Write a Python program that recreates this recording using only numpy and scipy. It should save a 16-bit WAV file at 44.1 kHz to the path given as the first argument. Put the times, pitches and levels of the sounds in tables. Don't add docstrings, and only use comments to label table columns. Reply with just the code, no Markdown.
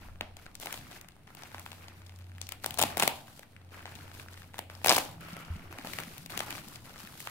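import sys
import numpy as np
from scipy import signal
from scipy.fft import rfft, irfft, next_fast_len
from scipy.io import wavfile
from scipy.ndimage import uniform_filter1d, map_coordinates

SR = 44100
rng = np.random.default_rng(int(sys.argv[2]) if len(sys.argv) > 2 else 0)


def file_out(sig):
    cols = np.atleast_2d(sig).T
    lim = np.clip(cols, -1, 1)
    pcm = np.round(lim * 32767).astype(np.int16)
    wavfile.write(sys.argv[1], SR, pcm)


def convert_level_to_amplitude(level_db):
    exponent = np.asarray(level_db, float) / 20
    return 10 ** exponent


N = 321930


def unit(x):
    return x / np.sqrt(np.mean(x ** 2) + 1e-20)


def along(points, hz):
    f, v = np.transpose(points)
    return np.interp(np.log(hz + 1), np.log(f + 1), v)


def level_curve(rows):
    s, db = np.transpose(rows)
    return np.interp(np.arange(N) / SR, s, db, left=-120, right=-120)


def wobble(rate):
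    knots = rng.standard_normal(int(N * rate / SR) + 4)
    return map_coordinates(knots, [np.arange(N) * rate / SR])


def noise_pair():
    return rng.standard_normal((2, N))


def filtered(x, response):
    n = x.shape[-1]
    m = next_fast_len(n + 4096)
    return irfft(rfft(x, m) * response(np.fft.rfftfreq(m, 1 / SR)), m)[..., :n]


def band(lo_hz, hi_hz):
    sections = signal.butter(2, [lo_hz, hi_hz], "band", fs=SR, output="sos")
    return lambda f: signal.sosfreqz(sections, f, fs=SR)[1]


# (frequency [Hz], correlation [0 to 1])
PORT_LIKENESS = [(60, 0.9), (240, 0.84), (950, 0.4), (3770, 0.02), (15000, 0.033)]


def coloured(pair, spectrum):
    def mid_side(hz):
        turn = np.arccos(np.clip(along(PORT_LIKENESS, hz), -1, 1)) / 2
        return convert_level_to_amplitude(along(spectrum, hz)) * [np.cos(turn), np.sin(turn)]
    mid, side = filtered(pair, mid_side)
    return unit(np.array([mid + side, mid - side]))


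# (frequency [Hz], relative gain [dB])
AIR_COLOUR = [(12, -53), (20, -18), (43, -0.5), (105, 7), (440, -7.5), (772, -7.5), (939, -13),
              (2370, -16.5), (4050, -22), (7300, -39), (8890, -22), (15200, -46), (16500, -49)]


def still_air():
    return convert_level_to_amplitude(-61.0) * coloured(noise_pair(), AIR_COLOUR)


# (time [s], level [dB])
RUMBLE_LEVEL = [(0, -63), (0.12, -50), (0.87, -65), (1.1, -74), (2.9, -74), (3.09, -63), (3.3, -86),
                (4.06, -65), (4.39, -64), (4.9, -70), (5.37, -82), (5.51, -46), (5.8, -66), (7.3, -72)]


def deep_rumble():
    colour = [(15, -8), (28, -15), (33, 1.0), (38, -34), (60, -5), (90, -87)]  # Hz, dB
    return convert_level_to_amplitude(level_curve(RUMBLE_LEVEL)) * coloured(noise_pair(), colour)


def tone(hz, tables, waver_hz):
    phase = 2 * np.pi * np.cumsum(hz + waver_hz * wobble(5)) / SR
    loudness = sum(convert_level_to_amplitude(level_curve(rows)) for rows in tables)
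    return np.sqrt(2) * loudness * np.sin(phase)


# (time [s], rms level [dB])
HUM_LEVELS = [
    [(0.0, -58), (0.2, -52.5), (0.5, -61), (0.6, -66)],
    [(1.46, -82), (1.55, -51.5), (1.776, -56.5), (2.21, -48), (2.424, -48.5), (2.648, -62), (2.78, -53.5),
     (2.9, -51.5), (3.15, -76)],
    [(3.45, -78), (3.55, -60), (3.698, -53), (4.6, -54.5), (4.75, -52.5), (5.0, -57)],
]


def hum():
    return tone(90.5, HUM_LEVELS, waver_hz=0.62)


# (start time [s], hold [s], rustle level [dB], hiss level [dB])
FINGER_GRIPS = [(0, 0.04, -53.5, -60), (0.217, 0.088, -67, -92), (0.359, .08, -59, -64),
                (0.601, .16, -49, -48.5), (0.817, 0.1, -54, -60.5), (0.903, 0.05, -51, -56),
                (1.266, 0.035, -58, -65), (1.36, 0.17, -54, -59), (1.52, 0.31, -60, -58.5),
                (1.784, 0.24, -59, -66.5), (2.03, 0.48, -67.5, -69.5), (2.407, 0.034, -62.5, -66),
                (2.503, 0.027, -57, -60), (2.612, 0.16, -56.5, -60), (2.776, 0.066, -39.5, -42),
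                (2.89, 0.044, -46.5, -66), (2.972, 0.077, -40, -40), (3.1, 0.093, -56.5, -54.5),
                (3.25, .15, -62.5, -60), (3.508, 0.28, -74, -79.5), (3.708, 0.12, -54, -59.5),
                (3.854, 0.23, -53.5, -59), (4.13, .1, -55, -55.5), (4.288, 0.18, -60.5, -61),
                (4.53, 0.042, -58.5, -61.5), (4.698, 0.18, -57.5, -59.5), (4.846, .12, -41, -37.5),
                (5.014, 0.073, -50.5, -70), (5.197, 0.2, -50, -57), (5.446, 0.23, -54, -64),
                (5.7, 0.15, -52.5, -57), (5.843, 0.17, -47, -47), (6.062, .12, -54, -52.5),
                (6.29, 0.13, -47, -47.5), (6.457, 0.11, -46.5, -47), (6.628, 0.13, -54, -52.5),
                (6.836, 0.18, -55.5, -58.5), (6.975, 0.2, -56, -52), (7.166, 0.1, -57.5, -49)]
GRIP_S, REST_DB = 0.011, -76.5
SAG_DB_PER_S, LET_GO_DB_PER_S = 7.5, 147


def handling():
    start, hold, *levels = np.transpose(FINGER_GRIPS)[..., None]
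    since = np.arange(0, N, 64) / SR - start
    loss_db = SAG_DB_PER_S * np.clip(since, 0, hold) + LET_GO_DB_PER_S * np.maximum(since - hold, 0)
    shape = np.clip(since / GRIP_S, 0, 1) * convert_level_to_amplitude(-loss_db)
    power = np.sum((convert_level_to_amplitude(levels) * shape) ** 2, axis=1) + convert_level_to_amplitude(REST_DB) ** 2
    return np.repeat(10 * np.log10(power), 64, axis=1)[:, :N]


def crinkles(per_s, middle_hz, spread_db, cycles):
    chance = per_s * convert_level_to_amplitude(4 * np.tile(wobble(25), 2)) / SR
    at = np.flatnonzero(rng.random(2 * N) < chance)
    hz = middle_hz * np.exp(.55 * rng.standard_normal((len(at), 1)))
    size = convert_level_to_amplitude(spread_db * np.minimum(rng.exponential(size=(len(at), 1)), 3))
    turns = hz * np.arange(200) / SR
    grain = size * np.sqrt(hz) * turns * np.exp(-3 * turns / cycles) * np.sin(2 * np.pi * turns)
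    index = at[:, None] + np.arange(200)
    laid = np.bincount(index.ravel(), grain.ravel(), 2 * N + 200)
    return unit(laid[:2 * N].reshape(2, N))


def crackle(per_s, spread_db, life_s, smooth):
    size_db = spread_db * np.minimum(rng.exponential(size=N), 3)
    creases = (rng.random(N) < per_s * convert_level_to_amplitude(4 * wobble(30)) / SR) * convert_level_to_amplitude(size_db)
    fading = signal.lfilter([1], [1, -np.exp(-1 / (life_s * SR))], creases)
    return (smooth + unit(fading)) * noise_pair()


# (frequency [Hz], relative gain [dB])
RUSTLE_COLOUR = [(120, -44), (300, -0.5), (450, -8), (750, -8.5), (1100, -10), (1390, -8), (1750, -11),
                 (2500, -10), (3500, -18.5), (6000, -21), (9000, -75)]
# (frequency [Hz], relative gain [dB])
HISS_COLOUR = [(1760, -20), (3000, -5), (4410, -3.5), (5700, -7), (14500, -7), (16200, -16), (16500, -37)]
FLICKER_DB = 0.5


def rustle():
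    flicker_db = FLICKER_DB * np.array([wobble(14), wobble(14)])
    rustle_db, hiss_db = handling() + flicker_db
    rubbing = noise_pair() + .55 * crinkles(350, 1675, 2.55, cycles=2.76)
    body = convert_level_to_amplitude(rustle_db) * coloured(rubbing, RUSTLE_COLOUR)
    fine = convert_level_to_amplitude(hiss_db) * coloured(crackle(900, 4, .001, .9), HISS_COLOUR)
    return (body + fine) * convert_level_to_amplitude([[.8], [-.8]])


SHIFT_DB, SHIFT_GROWS, SHIFT_SLOW_S = -58, 0.61, 0.45


def shifting():
    smooth_db = uniform_filter1d(handling()[0], round(SHIFT_SLOW_S * SR))
    shift_db = SHIFT_DB + SHIFT_GROWS * (smooth_db + 58)
    colour = [(50, -7.5), (100, 3.5), (170, -0.3), (300, -6.5), (500, -33)]  # Hz, dB
    return convert_level_to_amplitude(shift_db + 1.16 * wobble(12)) * coloured(noise_pair(), colour)


# (time [s], crack level [dB rms], crack pitch [Hz], body over crack [dB], treble over crack [dB])
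CLEAR_SNAPS = [(0.2101, -31, 1800, 2, -10), (0.3687, -45, 3350, -4, -7), (0.4645, -41.5, 1370, -7, -31),
               (0.5534, -41, 4330, -29, 0), (0.6, -49, 4100, -1, 7), (0.6328, -42, 2530, -2, -19),
               (0.659, -39.5, 2060, 3.5, 4), (0.671, -34, 1440, -2, -15), (0.7269, -34.5, 2840, -13, 3),
               (0.7418, -36, 2670, -4.5, -8), (0.7761, -42.5, 2480, -5, -7), (1.0131, -50.5, 2360, -15, 8),
               (1.0865, -47.5, 2140, -16, -1.5), (1.35, -48.5, 2680, -1, 4.5), (1.4352, -42, 2640, 0, -8),
               (1.5458, -40, 1680, 3, -16), (1.5823, -47.5, 1290, 6, -15), (1.596, -45.5, 2140, -12, 4.5),
               (1.663, -39.5, 1520, -4, -9), (1.7176, -39.5, 2820, -7, -29), (1.7305, -48, 1870, 2, -5),
               (1.8831, -43, 2380, -3, -24), (2.095, -47.5, 2450, -11, -21), (2.189, -55, 3000, -19, 1),
               (2.318, -52.5, 1670, -8, -15), (2.3827, -46.5, 1890, -23, -7),
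               (2.4156, -33.5, 4700, -12.5, -18), (2.469, -46, 3810, -15, -6), (2.4909, -37, 3380, -13, 0),
               (2.5219, -34.5, 2620, -10, 0), (2.6385, -46, 3230, -2, 3), (2.6438, -29.5, 1980, -5, -4),
               (2.6618, -29, 3800, 0, 3.5), (2.708, -34.5, 2500, -15, -1), (2.7425, -40.5, 3440, -2, 3),
               (2.7748, -39.5, 3440, 2, -5), (2.7874, -31, 2400, 3, 6), (2.791, -29, 2880, 0, 5.5),
               (2.7941, -26.5, 3010, 1.5, 1), (2.8011, -26.5, 2810, -9, -8), (2.8151, -28.5, 2490, 4, 7.5),
               (2.8191, -27, 2830, 3, 4), (2.826, -19.5, 3040, -4.5, 0), (2.837, -24.5, 2220, 4, 0),
               (2.9716, -31, 1930, 6, 2.5), (2.9795, -36, 2980, 2, 5), (2.9983, -23, 2430, -4, 4),
               (3.0024, -24, 2280, -6, -10), (3.0241, -19.5, 2140, -2.5, -4), (3.031, -26, 1990, 0.5, 2.5),
               (3.035, -23.5, 2450, 1.5, -3), (3.0775, -18.5, 2510, -1, -0.5), (3.281, -50, 1380, -5, -11),
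               (3.394, -45.5, 3100, -1, 1), (3.431, -47, 1880, -12, -13), (3.565, -47, 1750, -15, -20),
               (3.793, -48, 1600, -13, -20), (3.8562, -39, 1930, 0, -20), (3.9539, -46, 3270, -9, -3),
               (4.1977, -39.5, 1570, -10.5, -11), (4.285, -43, 1790, -25, -16),
               (4.342, -46.5, 1760, -17, -15), (4.3748, -47, 1760, -10, -12), (4.4197, -46, 1720, -21, -19),
               (4.543, -45.5, 1460, 4, -22), (4.583, -40.5, 2390, -7, -1), (4.591, -32, 2200, 0.5, 0),
               (4.6995, -40.5, 1340, -6, -16), (4.846, -25, 2210, -1, -2.5), (4.861, -22.5, 1720, 4, -0.5),
               (4.8717, -28, 1830, 3, 8), (4.8836, -19, 2840, -6.5, -8), (4.8926, -24, 2160, 2, -8),
               (4.8947, -12.5, 3780, -9.5, -11), (4.901, -18, 2520, 0, -10), (4.9086, -23, 1810, 4.5, -2),
               (4.9165, -19, 2290, -1, -9), (4.9247, -20.5, 3220, 0.5, -3), (4.9335, -27.5, 2090, 2.5, 0.5),
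               (4.945, -29, 3380, -12, 2), (4.95, -27.5, 4020, -12, -2), (4.9624, -23.5, 4260, -24, -10),
               (4.9664, -28.5, 2290, 6.5, 8.5), (4.9809, -25.5, 1540, 4.5, 0), (4.9849, -29, 2840, 4, 3.5),
               (5.001, -41, 1660, -7, -8), (5.209, -53, 1720, 0, 3), (5.2856, -49, 1530, 1, -3),
               (5.3673, -42.5, 1590, 1, -1.5), (5.727, -47, 2110, 5.5, -2), (5.7864, -38, 2150, -2, -8),
               (5.8484, -44, 2060, 8, -4), (5.872, -36.5, 2260, -7, -5), (5.9348, -32.5, 2220, -10.5, -7),
               (5.9872, -28.5, 1750, -6, -8.5), (6.002, -39, 1910, -7, 2), (6.0358, -40, 2620, -22.5, -8),
               (6.181, -43.5, 3360, -10, 2.5), (6.2615, -40.5, 2700, -6, 0), (6.298, -44, 1520, -10, -16),
               (6.3216, -41, 2310, -10, -15), (6.3761, -28.5, 2500, -4, -0.5),
               (6.3924, -32.5, 4100, -9, -4), (6.405, -26, 1410, -10.5, -8.5), (6.5065, -33, 2120, -23, -1),
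               (6.5265, -37, 2920, -5, -15), (6.5528, -41, 1870, -5, -1), (6.5809, -39.5, 1610, -11, -10),
               (6.6851, -51.5, 3720, -3, 9), (6.7584, -40.5, 3500, -25, -15), (7.0733, -43, 1740, -20, -6),
               (7.204, -40.5, 2500, -14, 0), (7.273, -30.5, 1450, -15, -17)]
TICK_DB, TICK_GROWS, TICK_SPREAD_DB = -52, 0.63, 2.5
TICK_BODY_DB, TICK_TREBLE_DB = -6.5, -10.5
TICK_HZ, TICK_COLOUR_DB = 2110, 5
LEFT_DB, LEFT_PER_OCTAVE_DB, LEFT_SCATTER_DB = 5, 4, 2


def snap_rows():
    draw = rng.standard_normal((200, 3))
    s, size = rng.random((200, 2)).T * [[N / SR], [.95]]
    rustle_db, hiss_db = handling()[:, (s * SR).astype(int)]
    effort_db = np.minimum(rustle_db, -48) + 55
    db = TICK_DB + TICK_GROWS * effort_db - TICK_SPREAD_DB * np.log(1 - size)
    hz = TICK_HZ * np.exp(0.4 * draw[:, 0])
    body_db = TICK_BODY_DB + TICK_COLOUR_DB * draw[:, 1]
    treble_db = TICK_TREBLE_DB + 0.84 * (hiss_db - rustle_db) + TICK_COLOUR_DB * draw[:, 2]
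    rows = np.vstack([np.transpose([s, db, hz, body_db, treble_db]), CLEAR_SNAPS])
    octaves = np.log2(rows[:, 2] / TICK_HZ)
    pan_db = LEFT_DB + LEFT_PER_OCTAVE_DB * octaves + LEFT_SCATTER_DB * rng.standard_normal(len(rows))
    return np.column_stack([rows, pan_db])


# (frequency [Hz], width [Hz], relative level [dB])
BAG_MODES = [(220, 140, -6), (348, 195, -5), (772, 308, 1)]


def bag(f):
    return sum((-1) ** k * convert_level_to_amplitude(db) * 1j * f * w / (c * c - f * f + 1j * f * w)
               for k, (c, w, db) in enumerate(BAG_MODES))


def panel(hz, sharpness):
    centre = np.asarray(hz)[:, None]
    return lambda f: (1j * f * centre / sharpness / (centre ** 2 - f * f + 1j * f * centre / sharpness)) ** 2


LEAD_IN = 0.21
BAG_SQUEEZE = 0.096
SPLINTER, SPLINTER_S = .15, .0012


def snaps(rows, splinter):
    s, db, hz, body_db, treble_db, pan_db = np.transpose(rows)
    lead, span = 132, 100
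    t = (np.arange(768) - lead) / SR
    noise = np.stack([rng.standard_normal((5, len(t))) for _ in s], axis=1)
    slip = np.sign(noise[0, :, :1]) * (t == 0)

    def burst(fall_s):
        main = np.exp(np.where(t < 0, t / .0004, -t / fall_s))
        return splinter * (main + LEAD_IN * np.exp(-abs(t) / .003))

    def level(x):
        return x / np.sqrt(np.sum(x ** 2, axis=-1, keepdims=True) / span)

    squeeze = np.exp(BAG_SQUEEZE * noise[0, :, 1:2])
    body = level(filtered(slip + 0.089 * noise[0] * burst(0.00055), lambda f: bag(f * squeeze)))
    crack_noise = noise[1] + 0.5 * noise[2] * [[[1]], [[-1]]]
    crack = level(filtered(slip + SPLINTER * crack_noise * burst(SPLINTER_S), panel(hz, sharpness=0.72)))
    treble = level(filtered(slip + .2 * noise[3:5] * burst(.0005), band(4600, 18000)))
    side = convert_level_to_amplitude(pan_db / 2 * np.array([[1], [-1]]))[..., None]
    sharp = convert_level_to_amplitude(db)[:, None] * crack + convert_level_to_amplitude(db + treble_db)[:, None] * treble
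    sound = convert_level_to_amplitude(db + body_db)[:, None] * body * side ** 0.4 + side * sharp
    at = (np.round(s * SR).astype(int)[:, None] + np.arange(len(t))).ravel()
    return np.array([np.bincount(at, ear.ravel(), N + len(t))[lead:N + lead] for ear in sound])


# (frequency [Hz], time to fall by 60 dB [s])
ROOM_DECAY = [(200, 0.12), (600, 0.54), (1500, 0.19), (4000, 0.42), (10000, 0.26)]
# (frequency [Hz], gain [dB])
ECHO_COLOUR = [(250, 1.5), (420, -13.5), (700, -9.5), (1200, -4), (1750, -7.5), (2600, -8.5), (3800, -12),
               (8000, -9.5), (14000, -16)]


def room(x):
    out, hop = np.zeros((2, N + SR)), SR // 8
    for start in range(0, N, hop):
        hz, t, z = signal.stft(rng.standard_normal((2, SR // 3)), SR, nperseg=256)
        alike = np.clip(along(PORT_LIKENESS, hz), 0, 1)[:, None]
        z[1] = alike * z[0] + np.sqrt(1 - alike ** 2) * z[1]
        build_up = 1 - np.exp(-(t + 0.027) / 0.004)
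        fading = build_up * convert_level_to_amplitude(-60 * t / along(ROOM_DECAY, hz)[:, None])
        tail = signal.istft(z * fading, SR, nperseg=256)[1]
        answer = signal.fftconvolve(x[None, start:start + hop], tail / np.linalg.norm(tail[0]), axes=1)
        out[:, start + 350:][:, :answer.shape[1]] += answer
    return filtered(out[:, :N], lambda hz: convert_level_to_amplitude(along(ECHO_COLOUR, hz)))


# (time [s], rms level [dB])
DRONE_LEVEL = [(5.05, -80), (5.12, -55), (5.5, -54), (5.6, -66), (6.0, -57.5), (6.3, -59), (6.4, -89)]


def drone():
    return tone(167, [DRONE_LEVEL], waver_hz=1.13)


# (time [s], middle level [dB])
SLIDE_LEVEL = [(5.2, -60), (5.215, -56.5), (5.4, -51.5), (5.55, -59), (5.7, -69), (5.75, -84)]
# (frequency [Hz], relative gain [dB])
TAUT_FILM_COLOUR = [(600, -40), (1150, -8), (1390, 5), (1650, -33), (2250, -4), (2550, -14), (2860, -6),
                    (3400, -15), (5000, -60)]


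def slide():
    return convert_level_to_amplitude(level_curve(SLIDE_LEVEL) + 1.1 * wobble(34)) * coloured(noise_pair(), TAUT_FILM_COLOUR)


# (time [s], level, about 4 dB above the swell's peak [dB], pitch [Hz])
FINGERTIP_BUMPS = [(5.209, -43, 170), (5.328, -32, 183), (5.479, -43, 164), (5.557, -34.5, 159),
                   (5.704, -40, 322), (5.789, -38.5, 277), (5.845, -36, 260), (5.993, -41, 140),
                   (6.073, -35.5, 220), (6.25, -45, 159), (6.359, -33, 207), (6.462, -48, 140),
                   (6.524, -41, 297), (6.669, -41, 210), (6.844, -55, 167), (7.037, -38, 200)]


def bumps():
    out, t = np.zeros(N + SR), np.arange(SR // 8) / SR
    swell = t / 0.0061 * np.exp(1 - t / 0.0038)
    for s, db, hz in FINGERTIP_BUMPS:
        out[round(s * SR):][:len(t)] += convert_level_to_amplitude(db) * swell * np.sin(2 * np.pi * hz * t)
    return out[:N]


# (time [s], peak level of the swell [dB], pitch [Hz], rise [s])
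PARCEL_THUDS = [(5.497, -30.5, 82.5, 0.017), (5.645, -46.5, 89, 0.033)]


def thuds():
    out, t = np.zeros(N + SR), np.arange(SR // 4) / SR
    for s, db, hz, rise in PARCEL_THUDS:
        swell = (t / rise * np.exp(1 - t / rise)) ** 1.03 * np.exp(-(t / 0.21) ** 4)
        out[round(s * SR):][:len(t)] += convert_level_to_amplitude(db) * swell * np.sin(2 * np.pi * hz * t)
    return out[:N]


LEAD = 5


def scene():
    background = still_air() + deep_rumble() + hum() + drone()
    rows = snap_rows()
    left, right = snaps(rows, splinter=1)
    film = np.array([left, np.pad(right, (LEAD, 0))[:N]])
    answer = room(snaps(rows, splinter=0).mean(axis=0))
    return background + rustle() + shifting() + film + answer + slide() + bumps() + thuds()


def band_limit(x):
    return signal.sosfilt(signal.butter(12, 16970, fs=SR, output="sos"), x)


TOP_HZ = 15950
OFFSET = -.0005


def record(dry):
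    rounded = dry / (1 + np.abs(dry / .95) ** 4) ** (1 / 4)
    heard = filtered(rounded, lambda hz: convert_level_to_amplitude(np.interp(hz, [TOP_HZ - 250, TOP_HZ + 250], [0, -22])))
    mix = heard + OFFSET
    return band_limit(mix)


dry = scene()
out = record(dry)
file_out(out)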